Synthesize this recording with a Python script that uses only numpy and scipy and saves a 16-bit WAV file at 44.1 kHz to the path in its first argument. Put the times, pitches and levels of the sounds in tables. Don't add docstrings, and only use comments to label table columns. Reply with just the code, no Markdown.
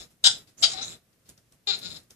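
import sys
import numpy as np
from scipy import signal
from scipy.fft import rfft, irfft, next_fast_len
from scipy.io import wavfile
from scipy.ndimage import uniform_filter1d, minimum_filter1d

SR = 44100
rng = np.random.default_rng(int(sys.argv[2]) if len(sys.argv) > 2 else 0)


def master_out(mix):
    frames = np.transpose(np.atleast_2d(mix))
    ceiling = np.clip(frames, -1, 1)
    pcm = np.round(ceiling * 32767).astype(np.int16)
    wavfile.write(sys.argv[1], SR, pcm)


def invert_db(x):
    u = np.asarray(x, float) / 20
    return 10 ** u


N = 94815

GATE_RANGE_DB = 18.5


def rms_one(x):
    return x / np.sqrt(np.mean(x ** 2) + 1e-20)


def at_hz(points, hz):
    points = np.array(points)
    return np.interp(np.log(hz + 1), np.log(points[:, 0]), points[:, 1])


def drift(rate_hz, count):
    r = np.exp(-2 * np.pi * rate_hz / SR)
    settle = 9000
    noise = rng.standard_normal(count + settle)
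    return rms_one(signal.lfilter([1], [1, -2 * r, r * r], noise)[settle:])


def resonate(x, hz, width_hz):
    r = np.exp(-np.pi * width_hz / SR)
    feedback = [1, -2 * r * np.cos(2 * np.pi * hz / SR), r * r]
    return signal.lfilter(np.array([1, 0, -1]) * (1 - r * r) / 2, feedback, x)


def tract(x, peaks):
    out = 0
    for k, (hz, width_hz, db) in enumerate(peaks):
        steep = resonate(resonate(x, hz, width_hz), hz, 2 * width_hz)
        out = out + (-1) ** k * invert_db(db) * steep
    return out


def background():
    # frequency in Hz, level in dB per Hz
    floor_spectrum = [(15, -54), (25, -16), (128, -6), (790, -19.5), (879, -30.5), (1240, -21.5),
                      (3350, -25.5), (13800, -26.5), (15000, -34)]
    # frequency in Hz, likeness 0-1
    likeness = [(60, 0.97), (380, 0.65), (2370, 0.1), (14800, 0.14)]
    floor_db, hum_hz, hum_db = -67.5, 117.8, -75.5
    out = 0
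    edges = 22 * 2 ** np.arange(0, 9.6, .5)
    white = rng.standard_normal((2, 2, N))
    for k, (low, high) in enumerate(zip(edges, edges[1:])):
        band = signal.butter(2, [low, high], "band", fs=SR, output="sos")
        mid, side = signal.sosfilt(band, white[k % 2])
        centre = np.sqrt(low * high)
        alike = np.clip(at_hz(likeness, centre), 0, 1)
        gain = invert_db(at_hz(floor_spectrum, centre) + 0.5 * drift(18, N))
        out = out + gain * (np.sqrt(1 + alike) * mid + np.sqrt(1 - alike) * side * [[1], [-1]])
    hum = np.sin(2 * np.pi * hum_hz * np.arange(N) / SR)
    return invert_db(floor_db) * rms_one(out) + invert_db(hum_db) * hum


def thuds():
    # start in seconds, level in dB, length in seconds, centre in Hz
    thumps = [
        (0, -55, 0.028, 59.7),
        (0.252, -53.5, 0.056, 84.5),
        (1.283, -56, .03, 80.2),
        (1.533, -69, 0.04, 100.3),
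        (1.69, -60, .04, 79.5),
        (1.87, -58, 0.083, 84),
    ]
    out, t = np.zeros(N + SR), np.arange(SR // 2) / SR
    for s, db, length, hz in thumps:
        push = rms_one(tract(rng.standard_normal(SR), [(hz, hz / 2, 0)])[SR // 2:])
        start = int(s * SR)
        out[start:start + len(t)] += invert_db(db) * push * np.minimum(t / 0.0069, 1) * np.exp(-(t / length) ** 2)
    return out[:N]


def rustles():
    # start in seconds, peak level in dB, length in seconds, centre in Hz, sharpness
    clumps = [(0.098, -59, 0.025, 7750, 1.3), (.24, -40, .006, 12000, 1.5), (.47, -56, .03, 4500, 1.3),
              (.577, -56, .06, 4500, 1), (.624, -40, .008, 12500, 1.5), (1.129, -64.5, .0084, 5540, 2),
              (1.25, -60.5, .04, 4490, 1.5), (1.289, -50, 0.0039, 8500, 1.3), (1.2915, -45, .003, 7200, 3),
              (1.2985, -48, .002, 9450, 1), (1.305, -60.5, 0.009, 5500, 1),
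              (1.377, -53.5, 0.0062, 5300, 3.2), (1.523, -54, 0.0034, 7740, 2.5),
              (1.53, -64.5, 0.02, 5000, .7), (1.601, -70.5, .005, 7900, 1.3),
              (1.788, -44, 0.0085, 7500, .8), (2.033, -60, .004, 7350, 3), (2.096, -61, .03, 9050, 1.3),
              (2.105, -46.5, 0.0085, 6400, 2.5)]
    grains_per_s, swell_share, snap = 3300, .2, 2
    out, t = np.zeros(N + SR), np.arange(SR // 8) / SR
    for s, db, length, hz, sharpness in clumps:
        hits = rng.random(len(t)) < grains_per_s / SR
        strength = invert_db(3.2 * np.minimum(rng.exponential(1, len(t)), 2))
        grains = hits * strength * rng.choice([-1, 1], len(t))
        grains = grains + 0.21 * rng.standard_normal(len(t))
        grains = rms_one(resonate(grains, hz, hz / max(sharpness, .5)))
        swell = np.minimum(t / (swell_share * length), 1)
        decay = np.exp(-t / length) + snap * np.exp(-t / .0015) * (length < .015)
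        start = int(s * SR)
        out[start:start + len(t)] += grains * invert_db(db) * swell * decay
    return out[:N]


def wheezes():
    # time in seconds, level in dB, centre in Hz
    slides = [
        [(.572, -62, 6200), (.582, -49, 6400), (.6, -47.5, 6800), (.615, -40.5, 7500), (.626, -48, 7500)],
        [(.802, -57, 5150), (.825, -37.5, 6100), (.86, -42, 6870), (.939, -50, 7440), (.975, -72, 7500)],
    ]
    width_hz, pan_db = 590, -7
    t, out = np.arange(N) / SR, 0
    for rows in slides:
        s, db, hz = np.transpose(rows)
        slow = [drift(width_hz, N) for _ in range(4)]
        turn = 2 * np.pi * np.cumsum(np.interp(t, s, hz)) / SR
        both = np.array([slow[k] * np.cos(turn) + slow[k + 2] * np.sin(turn) for k in (0, 1)])
        out = out + both * invert_db(np.interp(t, s, db, -200, -200) + pan_db * np.array([[.5], [-.5]]))
    return out


def hums():
    # time in seconds, pitch in Hz, level in dB
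    nasal = [
        [(0.628, 704, -49), (0.632, 705, -40.5), (0.652, 706, -44.5), (0.664, 668, -52.5), (0.682, 670, -48),
         (0.7, 707, -64.5)],
        [(0.735, 784, -63), (0.745, 776, -48), (0.753, 741, -48), (0.763, 736, -49.5), (0.801, 771, -45),
         (0.818, 806, -53)],
    ]
    # time in seconds, pitch in Hz, level in dB
    chest = [
        [(0.86, 175, -57), (0.872, 174, -57.5), (0.94, 154.8, -62), (0.96, 153, -65)],
        [(1.83, 175, -64), (1.862, 175.7, -49), (1.88, 173.3, -52), (1.99, 142.9, -64)],
    ]
    out, t = np.zeros(N), np.arange(N) / SR
    for rows in nasal + chest:
        s, hz, db = np.transpose(rows)
        fade = np.clip(np.minimum(t - s[0], s[-1] - t) / .005, 0, 1)
        level = invert_db(np.interp(t, s, db) + 3.0 + 1.5 * drift(60, N))
        out += fade * level * np.sin(2 * np.pi * np.cumsum(np.interp(t, s, hz)) / SR)
    return out


def voice():
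    # time in seconds, level in dB, fold rate in Hz, roughness 0-1, weakening of every other pulse 0-1
    grunts = [
        [(0, -44.5, 357, 1, 0.54), (.04, -51.5, 333, .8, 0.05), (.065, -67.5, 326, 1.1, 0.65),
         (.085, -85, 300, 1.1, 0.8)],
        [(.628, -58.5, 357, 0.5, .1), (.636, -24, 346.5, 0.8, 0.85), (.685, -49, 329.2, .7, 0),
         (.7, -37.5, 326, 0.8, 0.5), (.742, -38, 346, 0.6, 0)],
        [(.743, -46, 364.7, 0.3, 0.2), (.79, -35.5, 388.2, 0.7, 0.37), (.806, -45, 383, 0.8, 0),
         (.822, -35, 361, 0.6, 0.4), (.86, -46.5, 337.6, 0.6, 0.71), (.93, -46.5, 333.7, 0.7, 0.7),
         (.96, -58.5, 300, 1, .8), (.985, -95, 288.5, 1.1, 0.77)],
    ]
    cry = [
        [(1.668, -62, 411.3, 0.3, 0.2), (1.673, -30.5, 408.9, 0.24, 0), (1.698, -28.5, 400.9, .2, 0.37),
         (1.712, -27, 375.4, .25, 0.22), (1.72, -30, 352, .35, 0.6), (1.742, -28, 346.1, .4, 0.48),
         (1.758, -37, 343, 0.65, 0.6), (1.79, -49.5, 363, 0.73, 0.6), (1.812, -58, 370, 1.1, 0.5)],
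        [(1.813, -47.5, 348.4, 0.4, 0.2), (1.835, -41, 353, 0.48, 0.5), (1.86, -39.5, 367, 0.08, 0.65),
         (1.89, -42.5, 354.7, 0.51, 0.54), (1.918, -46, 307, 0.96, 0.2), (1.936, -46.5, 331, 0.53, 0.25),
         (1.968, -46.5, 284.7, 1, 0), (1.99, -59.5, 295, .9, 0.55), (2.01, -64, 296, 0.47, 0.8)],
    ]
    # nasal hum, four low resonances, seventh resonance, top two resonances, all in
    # dB
    colour = [(-38, 0.5, -1.5, 1.5), (-38, 3, -.5, 7.5), (-40, 0, -7.5, -11.5), (-24, 1, -0.5, 0.5),
              (-20, 0, 5, 6)]
    # resonance in Hz, width in Hz, level in dB
    throat = [(230, 300, -22.5), (708, 250, -15), (1300, 300, -14), (2410, 1400, -16.5), (3508, 150, -4),
              (3938, 240, 1), (5173, 430, -3), (7010, 1100, -8.5), (9400, 1300, -33)]
    # resonance in Hz, width in Hz,
    # level in dB
    cry_throat = [(400, 150, -19), (807, 210, -19), (1380, 200, -15), (2500, 1000, -17), (3580, 335, -3),
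                  (4050, 400, 1), (5150, 450, -9), (6950, 510, -10), (9800, 1300, -30)]
    jitter, shimmer_db, pulse_sharpness = .05, 1.5, 300
    throats = [throat] * len(grunts) + [cry_throat] * len(cry)
    out = np.zeros(N)
    for rows, (hum_db, low_db, seventh_db, top_db), shape in zip(grunts + cry, colour, throats):
        s, *columns = np.transpose(rows)
        at = np.arange(int(s[0] * SR), int(s[-1] * SR))
        chance = rng.standard_normal(200)
        wobble = drift(120, SR // 2)[:len(at)]
        breath = rng.standard_normal(len(at))
        db, hz, rough, weak = [np.interp(at / SR, s, c) for c in columns]
        rough, weak = np.clip(rough, 0, 1), np.clip(weak, 0, 1)

        turns = np.cumsum(hz * (1 + jitter * rough ** 2 * wobble)) / SR
        cycle = np.round(turns).astype(int)
        bend = np.cos(2 * np.pi * turns) - 1
        size = (1 - weak * (cycle % 2)) * invert_db(shimmer_db * rough * chance[cycle])
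        pulses = rms_one(np.exp(pulse_sharpness * bend))
        gated_breath = breath * rms_one(np.exp(0.56 * bend))
        source = size * ((1 - rough) ** 2 * pulses + rough * gated_breath)

        lift = [low_db] * 4 + [0, 0, seventh_db, top_db, top_db]
        peaks = [(f, width, level + up) for (f, width, level), up in zip(shape, lift)]
        hum = invert_db(hum_db) * (1 - weak) ** 3 * np.sin(4 * np.pi * turns)
        out[at] += invert_db(db) * (rms_one(tract(source, peaks)) + hum)
    return out


def huffs():
    # start in seconds, attack in seconds, hold in seconds, level in dB
    bursts = [
        (0.2386, .004, 0.034, -14.5),
        (0.6218, 0.012, 0.021, -15),
    ]
    # resonance in Hz, width in Hz, level in dB
    mouths = [
        [(750, 250, -18.5), (1490, 300, -17.5), (2040, 560, -26), (3164, 340, -6), (3546, 290, -1),
         (3864, 290, 1), (4680, 380, -10), (5140, 300, -5), (6060, 900, -15), (7440, 950, -8.5),
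         (10500, 2500, -29.5)],
        [(677, 190, -15.5), (1300, 270, -17), (2100, 1100, -22), (3250, 340, -2), (3640, 200, -5.5),
         (3920, 300, -2), (4567, 270, -2), (4900, 350, -3), (5500, 550, -9), (6970, 1400, -12),
         (10490, 2500, -33)],
    ]
    fall_db_per_s = 699
    out, t = np.zeros(N), np.arange(SR // 4) / SR
    for (s, attack, hold, db), mouth in zip(bursts, mouths):
        air = rng.standard_normal(len(t)) * invert_db(2.0 * drift(150, len(t)))
        air = rms_one(tract(air, mouth))
        shape = np.minimum(t / attack, 1) * invert_db(db - fall_db_per_s * np.maximum(t - hold, 0))
        start = int(s * SR)
        out[start:start + len(t)] += air * shape
    return out


def shelter(x, room_db):
    # frequency in Hz, left over right in dB
    port_balance = [(60, 0.5), (500, 8.5), (1500, 9), (3800, 13.5), (5400, 10.5), (7200, -11), (10000, 0.5),
                    (14000, 1.5)]
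    # frequency in Hz, left lead in radians
    port_phase = [(0, 0), (3880, -8), (5940, -19.5), (8700, -13.5), (10600, -30.5), (13400, 3),
                  (15000, -15.5)]
    t60_s, gap_s = 0.22, 0.0027
    size = next_fast_len(N + SR // 2)
    hz, t = np.arange(size // 2 + 1) * SR / size, np.arange(SR // 2) / SR
    tail = rng.standard_normal((2, len(t))) * invert_db(-60 * t / t60_s) * (t > gap_s)
    tail = invert_db(room_db) * tail / np.sqrt(np.sum(tail ** 2, axis=1)[:, None])
    side = np.array([[.5], [-.5]])
    ports = invert_db(side * at_hz(port_balance, hz)) * np.exp(1j * side * at_hz(port_phase, hz))
    return irfft(rfft(x, size) * (ports + rfft(tail, size)), size)[:, :N]


def gate(x):
    shut_db, open_db, lag_s = -70, -40.5, .008
    db = 10 * np.log10(uniform_filter1d(np.mean(x ** 2, axis=0), 900).clip(1e-12))
    opening = np.clip((db - shut_db) / (open_db - shut_db), 0, 1)
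    r = np.exp(-1 / (lag_s * SR))
    lagged = signal.lfilter([1 - r], [1, -r], opening, zi=[r * opening[0]])[0]
    return invert_db(GATE_RANGE_DB * lagged)


def scene():
    near = wheezes() + shelter(voice() + hums() + rustles(), -7) + shelter(huffs(), -4)
    gain, floor = gate(near), background()
    rumble = signal.sosfiltfilt(signal.butter(2, 200, fs=SR, output="sos"), floor)
    trimmed = near * (gain / invert_db(GATE_RANGE_DB)) ** 0.38
    return trimmed + gain * (floor - rumble) + gain ** .75 * rumble + thuds()


def starve(x):
    from_hz, band_hz, ragged_db = 7400, 220, 6
    below_db, tilt_db_per_khz = 32.5, 3.5
    hz, _, spectra = signal.stft(x, SR, nperseg=1024)
    band = (hz // band_hz).astype(int)
    starts = np.flatnonzero(np.diff(band, prepend=-1))
    db = 10 * np.log10(np.add.reduceat(np.abs(spectra) ** 2, starts, axis=1) + 1e-20)
    loudest = minimum_filter1d(db.max(axis=(0, 1), keepdims=True), size=2)
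    db = db + ragged_db * rms_one(uniform_filter1d(rng.standard_normal(db.shape), size=5))
    over = db[:, band] - loudest + below_db - tilt_db_per_khz * (hz[:, None] / 1000 - 10)
    keep = np.where(hz[:, None] > from_hz, over > 0, 1)
    return signal.istft(spectra * keep, SR, nperseg=1024)[1][:, :N]


def low_pass(x):
    return signal.sosfilt(signal.butter(12, 15450, fs=SR, output="sos"), x)


def record(dry):
    limited = np.clip(dry, -.92, .92)
    top_cut = signal.cheby2(10, 50, 15600, fs=SR, output="sos")
    mix = signal.sosfilt(top_cut, starve(limited))
    return low_pass(mix)


dry = scene()
out = record(dry)
master_out(out)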